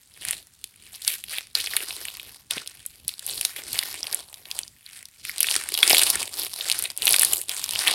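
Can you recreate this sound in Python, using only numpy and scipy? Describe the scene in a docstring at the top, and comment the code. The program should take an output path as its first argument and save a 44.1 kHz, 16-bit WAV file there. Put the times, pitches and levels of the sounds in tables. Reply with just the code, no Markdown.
"""Hands kneading bubbly slime

Two hands stretch, fold and squeeze a lump of slime close to a mono microphone in a small quiet room.
Each stroke swells, thins out and lets go: random clicks drive resonators that crackle, fizz and squelch.
Popping air pockets and one squirt are short swelling tones with noise; low rising blips are mostly
big pockets collapsing, and one is a hand bump. Filtered noise makes the dull rub of palms and the
room's rumble; a limiter holds the loudest pops."""
import sys
import numpy as np
from scipy import signal
from scipy.fft import rfft, irfft
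from scipy.io import wavfile
from scipy.ndimage import uniform_filter1d, minimum_filter1d

SR = 44100
rng = np.random.default_rng(int(sys.argv[2]) if len(sys.argv) > 2 else 0)


def master(y):
    """Save y as 16-bit WAV."""
    cut = np.clip(np.atleast_2d(y).T, -1, 1)
    pcm = np.round(cut * 32767)  # scale
    wavfile.write(sys.argv[1], SR, pcm.astype(np.int16))


N = 350154


def from_db(db):
    """Decibels to gain."""
    return 10 ** (np.asarray(db) / 20)


def rms_one(x):
    """Scale to unit power."""
    return x / np.sqrt(np.mean(x ** 2) + 1e-20)


def at_hz(points, hz):
    """Read a spectrum in dB on a log-frequency axis."""
    points = np.array(points)
    return np.interp(np.log(hz), np.log(points[:, 0]), points[:, 1])


def band(x, low_hz, high_hz, order=2):
    """Causal band-pass."""
    sos = signal.butter(order, [low_hz, high_hz], "band", fs=SR, output="sos")
    return signal.sosfilt(sos, x)


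def drift(per_s):
    """Smooth chance with spread 1: random values, so many a second, joined by straight lines."""
    knots = rng.standard_normal(N // 10)
    return rms_one(np.interp(np.arange(N) * per_s / SR, np.arange(len(knots)), knots))


def add(out, s, sound):
    """Mix a sound in at a time in seconds."""
    at = int(np.clip(round(s * SR), 0, N - 1))
    out[at:at + len(sound)] += sound[:N - at]


def working():
    """Drive of crackle, fizz and squelch in dB: strokes swell, sag and let go by one rule and add in power."""
    # Each grip, press or pull of the hands. Each row: time of full force in seconds, swell in seconds,
    # hold in seconds, crackle in dB, fizz over crackle in dB, squelch over crackle in dB (before the trims).
    strokes = [(0.274, 0.12, 0.06, -37.5, -3.5, -15), (0.951, 0.22, 0.049, -47, -2, -16.5),
               (1.083, 0.07, 0.045, -35, 0.5, -21.5), (1.308, 0.046, 0.068, -36, -4.5, -19.5),
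               (1.56, 0.018, 0.13, -33, -6, -19.5), (1.751, 0.13, 0.62, -37, -2, -11.5),
               (2.507, 0.007, 0.075, -36.5, -7.5, -13), (2.645, 0.1, 0.6, -51.5, -3, -15),
               (3.083, 0.026, 0.054, -46, -7, -22), (3.287, 0.088, 0.21, -37, -1.5, -15),
               (3.563, 0.0097, 0.0043, -37, -3, -9.5), (3.739, 0.17, 0.25, -36.5, -2, -12.5),
               (4.122, 0.45, 0.08, -43, -3, -7), (4.335, 0.12, 0.016, -53.5, 1.5, -5),
               (4.572, 0.19, 0.0082, -45, 0, -7), (4.861, 0.021, 0.07, -53.5, -6, -32),
               (4.963, 0.11, 0.037, -48.5, -0.5, -18.5), (5.28, 0.11, 0.034, -41, -6, -26),
               (5.408, 0.087, 0.12, -36, -13, -15.5), (5.542, 0.19, 0.033, -29.5, -0.5, -15),
               (5.904, 0.25, .32, -25, -1.5, -11.5), (6.386, 0.11, 0.053, -34, -0.5, -12),
               (6.682, 0.39, 0.2, -35, -2.5, -13), (7.066, 0.082, 0.26, -28, -0.5, -11.5),
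               (7.333, .01, 0.0059, -35.5, 9, -7), (7.507, 0.044, 0.34, -37, 0.5, -12),
               (7.783, 0.16, .05, -29.5, -4, -13.5), (7.872, 0.045, .06, -27, -8, -8)]
    # The lump settling between strokes: crackle, fizz and squelch in dB (before the trims).
    rest_db = (-65.5, -64, -90)
    # A held stroke thins out as its cells are used up, and dies when the fingers let go.
    swell_db, sag_db_per_s, release_db_per_s = 20.5, 27.5, 218
    squelch_follows = 0.88   # share of a stroke's swing in dB that the squelch takes part in

    t = np.arange(N) / SR
    power = np.outer(from_db(rest_db) ** 2, np.ones(N))
    for s, swell_s, hold_s, level_db, fizz_db, squelch_db in strokes:
        near = (t > s - 2 * swell_s) & (t < s + hold_s + .25)
        age = t[near] - s
        swell = swell_db * np.minimum(age, 0) / swell_s
        sag = sag_db_per_s * np.clip(age, 0, hold_s)
        release = release_db_per_s * np.maximum(age - hold_s, 0)
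        force_db = swell - sag - release
        layers_db = np.array([force_db, fizz_db + force_db, squelch_db + squelch_follows * force_db])
        power[:, near] += from_db(level_db + layers_db) ** 2
    return 10 * np.log10(power)


def tears(per_s, spread_db, clump_db):
    """Cells give way at random and in clumps; most are tiny, a few are large."""
    born = rng.random(N) < per_s * from_db(clump_db * drift(45)) / SR
    size = from_db(spread_db * np.minimum(rng.exponential(1, N), 6.2))
    return rms_one(born * size * rng.choice([-1, 1], N))


def ring(x, hz, cycles):
    """A resonance that loses 60 dB in so many cycles; each click leaves the same energy at any pitch."""
    r = from_db(-60 * hz / (cycles * SR))   # decay per sample
    w = 2 * np.pi * hz / SR
    return signal.lfilter(np.sqrt(1 - r * r) * np.array([1, 0, -1]), [1, -2 * r * np.cos(w), r * r], x + 1e-18)


def steady(x):
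    """Unit power, evened out over some hundredths of a second."""
    x = rms_one(x)
    power = uniform_filter1d(uniform_filter1d(x ** 2, size=2600), size=1600)
    return x / np.sqrt(np.abs(power) + 1e-3)


def cells(clicks, spectrum, cycles, spill_db, wander_db=5.0, count=16):
    """Each tear rings its own cell and jolts all others; the favoured size wanders as the fingers move on."""
    dealt = rng.integers(0, count, N)   # which cell each click belongs to
    size = 2 * drift(14)
    rings = 0
    for k, hz in enumerate(np.geomspace(spectrum[0][0], spectrum[-1][0], count)):
        # the spill into the other cells makes each tear a dry click
        share = (dealt == k) + from_db(spill_db) * rng.standard_normal(N)
        favour_db = wander_db * np.cos(2 * np.pi * k / count + size)
        rings = rings + ring(clicks * share * from_db(at_hz(spectrum, hz) + favour_db), hz, cycles)
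    return steady(rings)


def slime(crackle_db, fizz_db, squelch_db, crackle_trim_db=2.5, fizz_trim_db=4.5, squelch_trim_db=1.5):
    """Harder work tears more cells; each tear snaps its film, rings its cavity and jolts the fold around it."""
    # How strongly cavities, films and folds of each size ring. Each row: pitch in Hz, relative level in dB.
    cavity_sizes = [(1200, -12), (1800, -1), (2600, 5), (3500, 7), (4900, 10), (6500, -4)]
    film_sizes = [(6800, -1.5), (9200, 12.5), (11500, 8.5), (13500, 5), (15500, -39)]
    fold_sizes = [(260, -9.5), (380, -2), (800, 3), (1200, 2.5)]

    per_s = 2900 * from_db(.38 * (crackle_db + 40))
    clicks = tears(per_s, spread_db=4.5, clump_db=3.8)
    cavities = cells(clicks, cavity_sizes, cycles=16.0, spill_db=-14.5)
    films = cells(clicks, film_sizes, cycles=22.0, spill_db=-14)
    folds = cells(clicks, fold_sizes, cycles=9.0, spill_db=-16)
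    crackle = from_db(crackle_db + crackle_trim_db) * band(cavities, 1260, 6070)
    fizz = from_db(fizz_db + fizz_trim_db) * band(films, 5300, 21950)
    squelch = from_db(squelch_db + squelch_trim_db) * band(folds, 240, 1380)
    return crackle + fizz + squelch


def burst(t, hz, rise_cycles, glide=0):
    """A tone that swells to height 1 within a cycle or so and dies away, its pitch rising by the glide."""
    age = t * hz / rise_cycles
    turns = hz * t * (1 + glide * np.tanh(age / 10))
    return age * np.exp(1 - age) * np.sin(2 * np.pi * (turns + rng.random()))


def burst_level(x, level_db):
    """Give a short burst the energy of one millisecond at that level."""
    return x * from_db(level_db) * np.sqrt(SR / 1000 / np.sum(x ** 2))


def scatter(x, near_s=0.0013, near_db=-6.5):
    """The cupped hands throw a burst back within milliseconds, never twice the same way."""
    t = np.arange(len(x)) / SR
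    echoes = rng.standard_normal(len(x)) * np.sqrt(t) * np.exp(-t / near_s)
    return x + from_db(near_db) * signal.fftconvolve(x, echoes / np.linalg.norm(echoes))[:len(x)]


def pops_and_squirt(cavity_cycles=0.58, snap_cycles=0.86, snap_hz=10000, neighbour_db=-2.5,
                    shred_db=-18.0, shred_s=0.001, puff_db=-23, puff_growth=0.21):
    """A film snaps and shreds, its cavity rings with a neighbour, air puffs; the squirt is built alike."""
    # Short bursts that stand out of the crackle: popping air pockets, and a squirt at 4.59 s.
    # Each row: start in seconds, cavity pitch in Hz, cavity ring in dB, film snap in dB,
    # both levels over one millisecond.
    short_bursts = [(0.251, 2160, -26.5, -19), (0.2855, 5000, -21.5, -19.5), (0.3094, 2300, -23.5, -12),
                    (0.6416, 4230, -25.5, -23.5), (1.0201, 5080, -30, -28), (1.0487, 5200, -24, -27),
                    (1.078, 4330, -10.5, -6), (1.2394, 3230, -26, -25.5), (1.384, 3270, -16.5, -23.5),
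                    (1.5522, 4640, -7.5, -17.5), (1.602, 4550, -22, -25), (1.661, 4730, -19.5, -32),
                    (1.7354, 2020, -20, -40), (1.7662, 3430, -12.5, -7.5), (1.769, 1950, -17.5, -24),
                    (1.9073, 2720, -22, -34), (2.053, 2900, -24, -22.5), (2.0838, 2700, -22, -36),
                    (2.1525, 3360, -33, -39), (2.1975, 3600, -24.5, -35), (2.5096, 3440, -15, -14.5),
                    (2.58, 3340, -20, -37), (2.675, 5300, -25, -24.5), (2.8627, 4840.0, -47, -19),
                    (3.0805, 4800, -23, -12.5), (3.0916, 3650, -20, -25), (3.194, 4140, -28, -26),
                    (3.2652, 4200.0, -40, -17), (3.4118, 3160, -19, -13), (3.4508, 4200, -10, -7.5),
                    (3.7306, 4340, -28, -17), (3.79, 3420, -9.5, -13), (3.828, 2060, -21.5, -37),
                    (4.0303, 5060, -16.5, -27), (4.069, 4220, -20.5, -27), (4.1275, 4070, -20, -19),
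                    (4.1458, 5500, -39, -10.5), (4.3421, 4350, -30, -32), (4.455, 3380, -32, -42),
                    (4.5133, 4450, -19, -25.5), (4.5899, 3120, -21, -14), (4.633, 4600, -26, -49),
                    (4.679, 4570, -33.5, -38.5), (4.8631, 3830, -31, -39), (5.0551, 5200, -31.5, -33.5),
                    (5.2514, 2470, -24, -24), (5.295, 2130, -19.5, -24), (5.382, 3650, -21.5, -19.5),
                    (5.405, 3170, -16, -1), (5.43, 5160, -11.5, -5), (5.4434, 2500, -16, -32),
                    (5.4862, 2700, -13, -35), (5.5118, 4600, -13, -18), (5.5421, 2900, -19, -17),
                    (5.6888, 2660, -24.5, -17.5), (5.741, 4550, -14.5, -16), (5.7499, 3900, -16, -30),
                    (5.776, 3550, -15.5, -16), (5.8294, 3240, 5, -5.5), (5.8772, 5070, -10.5, -15),
                    (5.8968, 5440.0, -30, -2.5), (5.904, 4700, -5, -12), (5.91, 2770, -8, -12),
                    (5.9304, 4840, -7, -14), (5.9466, 3300, -7.5, -8.5), (5.9684, 4140, -7, -31),
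                    (5.9817, 3720, -4.5, 0), (5.994, 4870, -7.5, -9), (6.0166, 2420, -13.5, -7),
                    (6.034, 4020, -8, -1.5), (6.1012, 5050, -10, -1.5), (6.5389, 3800, -26.5, -23),
                    (6.6095, 3900, -16.5, -43), (6.699, 4000, -11.9, -14), (6.7157, 4400, -9.5, -14.5),
                    (6.7243, 4500, -18, -18), (6.79, 4220, -29, -14), (6.8243, 3140, -34, -16),
                    (6.8392, 3720, -32, -17), (6.855, 3900, -17, -42), (6.9027, 4540, -23.5, -28),
                    (6.9756, 4050, -37, -16.5), (7.021, 4040, -16, -19), (7.055, 4070.0, -46, -7),
                    (7.07, 4060, -10, -17.2), (7.0791, 3250, -8, -14), (7.0917, 3510, -27, -9),
                    (7.108, 3160.0, -27, -10), (7.1248, 4110.0, -29, -6), (7.1322, 4840, -8, -9),
                    (7.1418, 3000, -8.5, -16), (7.163, 4330, -12.5, -7), (7.1947, 4900, -13.5, -2),
                    (7.212, 3480, -17.5, -12), (7.219, 3420, -27, -2), (7.2323, 3070, -10, 0),
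                    (7.2482, 4600, -10.5, -0.5), (7.333, 5000, -26, -7.5), (7.415, 3560, -29, -18),
                    (7.494, 4450, -17, -18), (7.6412, 5400, -16, -18), (7.709, 4900, -20.5, -17.5),
                    (7.7586, 2900, -14.5, -39), (7.8741, 3100, -7.5, -16), (7.8803, 3520, -7.5, -10),
                    (7.9116, 4500, -14, -17)]

    out, t = np.zeros(N), np.arange(SR // 50) / SR
    puff = band(t == 0, 400, 2100)
    for s, hz, ring_db, snap_db in short_bursts:
        shreds = from_db(shred_db) * rng.standard_normal(len(t)) * np.exp(-t / shred_s)
        # a burst that opens softly, with little snap, rings longer
        cycles = cavity_cycles * np.clip(1 + (ring_db - snap_db) / 20, 1, 2)
        neighbour_hz = hz * 2 ** rng.uniform(-.55, .55)
        neighbour = from_db(neighbour_db) * burst(t, neighbour_hz, cycles)
        cavity = band(burst(t, hz, cycles, glide=0.045) + neighbour + shreds, .5 * hz, 7800, order=3)
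        film = burst(t, snap_hz * np.exp(rng.normal() / 20), snap_cycles)
        snap = band(film + shreds, 6370, 15000)
        # the louder the ring, the larger the share of air
        air = burst_level(puff, puff_db + ring_db + puff_growth * (ring_db + 9))
        add(out, s, burst_level(scatter(cavity), ring_db) + burst_level(scatter(snap), snap_db) + air)
    return out


def low_blips(rise_cycles=0.43, glide=0.36):
    """Low, short tones that rise in pitch, as from a large hollow; the hand bump is built alike."""
    # Low rising blips: mostly big pockets collapsing; the one at 7.337 s is a hand bump.
    # Each row: start in seconds, base pitch in Hz, height in dB (ahead of the band-pass).
    blips = [(1.384, 735, -32), (2.567, 220, -32), (2.572, 440, -30), (5.908, 646, -14.5),
             (5.932, 620, -10), (6.215, 830, -24), (7.337, 130, -46)]

    out, t = np.zeros(N), np.arange(SR // 10) / SR
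    for s, hz, level_db in blips:
        blip = band(burst(t, hz, rise_cycles, glide), 0.26 * hz, 10 * hz)
        add(out, s, from_db(level_db) * blip)
    return out


def hands(squelch_db, level_db=-52.5, follow=0.19, lumpy_db=3.0, bump_s=0.032):
    """Palms and fingers rub dull and uneven on the lump, stronger as folds are pressed, with bumps."""
    # The lump knocks against a palm as the grip changes.
    # Each row: time of the peak in seconds, level in dB (ahead of the lumpiness).
    knocks = [(0.29, -51.5), (2.56, -61), (3.05, -52.5), (3.38, -52), (3.74, -50.5), (6.15, -49),
              (7.1, -56), (7.33, -50)]

    t = np.arange(N) / SR
    rub = rms_one(band(band(rng.standard_normal(N), 38, 400), 46, 126, order=1))
    bumps = sum(from_db(db) / (1 + ((t - s) / bump_s) ** 2) for s, db in knocks)
    pressure = from_db(level_db + follow * squelch_db)
    return np.hypot(pressure, bumps) * from_db(lumpy_db * drift(25)) * rub


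def room(x, t60_s=.36, tail_db=-17.5, table_s=.0027, table_db=-17):
    """The table top gives one early echo; the walls add a faint smooth tail."""
    t = np.arange(SR // 2) / SR
    noise = band(rng.standard_normal(len(t)), 230, 20700, order=1)
    tail = noise * from_db(-60 * t / t60_s) * (t > table_s)
    echo = from_db(tail_db) * tail / np.linalg.norm(tail)
    add(echo, table_s, from_db([table_db]))
    return x + signal.fftconvolve(x, echo)[:N]


def background(level_db=-63.5):
    """Low steady rumble of the room under a thin hiss, made of coloured noise."""
    # Spectrum of the quiet room. Each row: frequency in Hz, relative density in dB per Hz.
    floor_points = [(22, -23), (42, 2.5), (245, -12.5), (319, -17), (1130, -12), (2900, -11.5), (6380, -11),
                    (8980, -12), (16000, -17)]

    hz = np.maximum(np.fft.rfftfreq(N, 1 / SR), 1)
    # below the first point the noise fades out
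    colour = from_db(at_hz(floor_points, hz)) * np.minimum(hz / floor_points[0][0], 1) ** 2
    return from_db(level_db) * rms_one(irfft(rfft(rng.standard_normal(N)) * colour, N))


def scene():
    """Strokes drive the slime and the rub, bursts and blips have their own times; both channels are alike."""
    crackle_db, fizz_db, squelch_db = working()
    close = pops_and_squirt() + low_blips() + slime(crackle_db, fizz_db, squelch_db)
    mono = room(close) + hands(squelch_db) + background()
    return np.array([mono, mono])


def record(dry):
    """An instant limiter holds the sharpest pops at full scale; the highest treble is cut."""
    gain = 1 / np.maximum(np.abs(dry), 1)
    gain = uniform_filter1d(minimum_filter1d(gain, size=9), size=9)
    cut = signal.ellip(10, .1, 80, 16100, fs=SR, output="sos")   # low-pass at 16100 Hz
    return signal.sosfilt(cut, dry * gain)


dry = scene()
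out = record(dry)
master(out)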